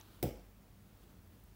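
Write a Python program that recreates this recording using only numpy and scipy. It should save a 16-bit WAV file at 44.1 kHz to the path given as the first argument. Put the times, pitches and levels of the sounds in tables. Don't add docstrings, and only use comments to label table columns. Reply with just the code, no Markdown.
import sys
import numpy as np
from scipy import signal
from scipy.fft import rfft, irfft
from scipy.io import wavfile
from scipy.ndimage import uniform_filter1d

SR = 44100
rng = np.random.default_rng(int(sys.argv[2]) if len(sys.argv) > 2 else 0)


def store_wav(level_fs):
    pcm = np.round(np.clip(np.atleast_2d(level_fs), -1, 1) * 32767)
    wavfile.write(sys.argv[1], SR, pcm.T.astype(np.int16))


def natural_amplitude(level_db):
    exponent = np.asarray(level_db, float) / 20
    return 10 ** exponent


N = 68355
HIT_S = 0.2266

# (frequency [Hz], relative level per hertz [dB])
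AIR_COLOUR = [(15, -48), (30, -1), (49, -1.5), (100, -5.5), (135, -9.5), (187, -5.5), (230, -9.5),
              (300, -13.5), (530, -19.5), (900, -23), (1500, -26.5), (4500, -33.5), (9500, -36),
              (12000, -33), (14000, -34.5), (15800, -25.5)]
# (time [s], relative level [dB])
RUMBLE_SWELL = [(0, -14), (.08, -0.5), (.15, 2.5), (.5, -3), (.7, 1.5), (1.0, -1.5), (1.15, 4), (1.55, -4)]
# (frequency [Hz], rms level [dB])
HUM_TONES = [(50, -68), (100, -68.5), (197, -74)]
# (frequency [Hz], relative level per hertz [dB])
CLOTH_COLOUR = [(120, -32), (200, -8.5), (311, 1), (480, -17), (900, -12.5), (1500, -12.5), (2000, -24.5),
                (3000, -16), (4300, -17.5), (5500, -25.5), (8100, -26.5), (16000, -20)]
# (time [s], relative level [dB])
SLEEVE_CURVE = [(0.005, -61), (0.017, -69), (0.111, -70), (0.117, -67.5), (0.215, -74.5)]
# (time [s], relative level [dB])
RUSTLE_CURVE = [(.85, -84), (.95, -82), (1.03, -69.5), (1.12, -74.5), (1.2, -89), (1.33, -74), (1.45, -82),
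                (1.55, -81)]
# (time [s], relative level [dB])
TICK_TIMES = [(0.0749, -58), (0.3741, -51), (0.5018, -55), (0.9742, -52), (1.169, -59), (1.275, -52),
              (1.3992, -54), (1.438, -47)]
TICK_TONES_HZ = [10500, 12000, 13500, 14700, 15500]
# (frequency [Hz], level before the rise [dB], time to fall 60 dB [s])
CLINK_MODES = [(3830, -48, 0.0055), (6100, -40, 0.004)]
# (time [s], level before the rise [dB], frequency [Hz])
WEIGHT_SHIFTS = [(0.457, -57.5, 94), (0.746, -55, 70), (1.27, -51.5, 84), (1.432, -54.5, 62.5)]
# (frequency [Hz], relative level per hertz [dB])
TAIL_COLOUR = [(120, -24), (180, -3), (300, 3), (500, 1), (620, -7.5), (716, -3.5), (850, -11.5),
               (979, -24.5), (1500, -23.5), (1780, -30), (2200, -17.5), (2650, -26), (3050, -21.5),
               (4200, -32), (5100, -24.5), (5900, -27), (6800, -31.5), (7600, -26.5), (10200, -30.5),
               (12200, -19), (13300, -27), (15500, -16.5)]
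# (frequency [Hz], time to fall 60 dB [s])
ROOM_DECAY = [(100, 0.57), (420, 0.39), (1100, 0.5), (2900, 0.44), (5500, 0.5), (8000, 0.37), (13000, 0.27)]
# (frequency [Hz], relative level [dB], time to fall 60 dB [s])
BOOM_MODES = [(50.3, -10, 1), (72.2, 5, 0.22), (111, 7.5, 0.11), (132.7, 11, 0.16)]
# (frequency [Hz], relative level [dB], time to fall 60 dB [s])
BOARD_MODES = [(193, -2, 0.097), (271, -13, 0.071), (345.6, 10, 0.039), (377.5, -6, 0.14),
               (421.4, -9, 0.24), (461, -3, 0.067), (489, -13, 0.26), (553, -9.5, 0.16), (646, -24, 0.18),
               (715, -3.5, 0.061), (766, -40, 0.049), (1100, -28, .05), (2150, -12, 0.01)]
# (frequency [Hz], relative level per hertz [dB])
CRACK_COLOUR = [(700, -31), (1100, -15), (1500, -4.5), (1800, -9.5), (2250, 1), (2900, -18.5), (3700, -3.5),
                (4300, -20.5), (5000, -7), (7000, -12), (10000, -7.5), (12200, -4.5), (13500, -5.5),
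                (15200, 4), (16500, -5.5)]
# (delay after the hit time [s], level relative to the crack [dB])
NEAR_ECHOES = [(.0045, -12), (.0066, -12), (.0096, -9), (.0125, -14)]


def evened(x):
    return x / np.sqrt(np.mean(x ** 2) + 1e-20)


def read(points, hz):
    table_hz, value = np.transpose(points)
    return np.interp(np.log(hz + 1), np.log(table_hz + 1), value)


def add(mix, start_s, sound):
    part = mix[round(start_s * SR):][:len(sound)]
    part += sound[:len(part)]


def coloured(points, size):
    spectrum = rfft(rng.standard_normal(size))
    hz = np.fft.rfftfreq(size, 1 / SR)
    return evened(irfft(spectrum * natural_amplitude(read(points, hz)), size))


def slow_wander(size, smooth):
    return evened(uniform_filter1d(rng.standard_normal(size), size=smooth))


def ring(modes, rise_s):
    t = np.arange(SR // 2) / SR
    out = np.zeros(len(t))
    for hz, db, t60_s in modes:
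        out += natural_amplitude(db - 60 * t / t60_s) * np.sin(2 * np.pi * hz * t)
    return (1 - np.exp(-t / rise_s)) * out


def air():
    hop, size = 512, 2048
    frames, hz = N // hop + 5, np.fft.rfftfreq(size, 1 / SR)[:, None]
    real, imaginary, patches = rng.standard_normal((3, len(hz), frames))
    patches = uniform_filter1d(patches, size=20, axis=0)
    patches = evened(uniform_filter1d(patches, size=6, axis=1))
    swell_db = np.interp(np.arange(frames) * hop / SR, *np.transpose(RUMBLE_SWELL))
    bass_share = 1 / (1 + (hz / 152) ** 2)
    level_db = read(AIR_COLOUR, hz) + 0.91 * patches + swell_db * bass_share
    spectrum = (real + 1j * imaginary) * natural_amplitude(level_db)
    noise = signal.istft(spectrum, nperseg=size, noverlap=size - hop)[1][:N]
    return natural_amplitude(-61) * evened(noise)


def hum():
    t = np.arange(N) / SR
    out = np.zeros(N)
    for hz, db in HUM_TONES:
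        level = np.sqrt(2) * natural_amplitude(db + 1.2 * slow_wander(N, smooth=6000))
        out += level * np.sin(2 * np.pi * (hz * t + rng.random()))
    return out


def cloth(curve, rise_db_per_s, fall_db_per_s, extra_db, grain_db):
    s, db = np.transpose(curve)
    t = np.arange(N) / SR
    level_db = np.interp(t, s, db) + extra_db
    level_db -= rise_db_per_s * np.maximum(s[0] - t, 0)
    level_db -= fall_db_per_s * np.maximum(t - s[-1], 0)
    grain = slow_wander(N, smooth=300)
    return natural_amplitude(level_db + grain_db * grain) * coloured(CLOTH_COLOUR, N)


def clothes():
    swish = cloth(SLEEVE_CURVE, 0, 150, extra_db=5, grain_db=1.45)
    rustle = cloth(RUSTLE_CURVE, 60, 0, extra_db=-0.5, grain_db=2.5)
    return swish + rustle


def weight_shifts():
    out = np.zeros(N)
    for start_s, db, hz in WEIGHT_SHIFTS:
        add(out, start_s, ring([(hz, db, 0.27)], rise_s=0.0028))
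    return out


def ticks():
    out = np.zeros(N)
    for start_s, db in TICK_TIMES:
        tones = [(hz, db - 12 + 2 * k, 0.005) for k, hz in enumerate(TICK_TONES_HZ)]
        add(out, start_s, ring(tones, rise_s=0.0001))
    return out


def clink():
    out = np.zeros(N)
    add(out, 0.012, ring(CLINK_MODES, rise_s=0.00021))
    return out


def room_tail():
    start_s, rise_s, level_db = 0.003, 0.0031, -36
    noise = coloured(TAIL_COLOUR, SR)
    hz, t, spectrum = signal.stft(noise, SR, nperseg=512, noverlap=384)
    fade_db = -60 * t / read(ROOM_DECAY, hz)[:, None]
    tail = signal.istft(spectrum * natural_amplitude(fade_db), SR, nperseg=512, noverlap=384)[1]
    tail *= natural_amplitude(1.2 * slow_wander(len(tail), smooth=120))
    rise = 1 - np.exp(-np.arange(len(tail)) / SR / rise_s)
    out = np.zeros(N)
    add(out, HIT_S + start_s, natural_amplitude(level_db) * rise * tail)
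    return out


def thud():
    board = natural_amplitude(-28.5) * ring(BOARD_MODES, rise_s=0.0025)
    boom = natural_amplitude(-35) * ring(BOOM_MODES, rise_s=0.011)
    out = np.zeros(N)
    add(out, HIT_S + 0.00208, board + boom)
    return out


def crack():
    bite_s, t60_s, level_db = 0.0022, 0.006, -32
    t = np.arange(1024) / SR
    shape = np.minimum(t / 0.0003, 1) * natural_amplitude(-60 * np.maximum(t - bite_s, 0) / t60_s)
    out = np.zeros(N)
    for delay_s, db in [(0.00075, 0)] + NEAR_ECHOES:
        burst = shape * coloured(CRACK_COLOUR, 1024)
        burst *= np.linalg.norm(shape) / np.linalg.norm(burst)
        add(out, HIT_S + delay_s, natural_amplitude(level_db + db) * burst)
    return out


def scene():
    background = air() + hum()
    small_sounds = clothes() + weight_shifts() + ticks() + clink()
    blow = room_tail() + thud() + crack()
    return (background + small_sounds + blow)[None]


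def roll_off(x):
    return signal.sosfilt(signal.butter(12, 16820, fs=SR, output="sos"), x)


def record(dry):
    low_cut = signal.butter(2, 38, "high", fs=SR, output="sos")
    treble_cut = signal.firwin(401, 15800, window=("kaiser", 8), fs=SR)
    mix = signal.sosfilt(low_cut, dry)
    mix = signal.oaconvolve(mix, treble_cut[None], "same")
    return roll_off(mix)


dry = scene()
out = record(dry)
store_wav(out)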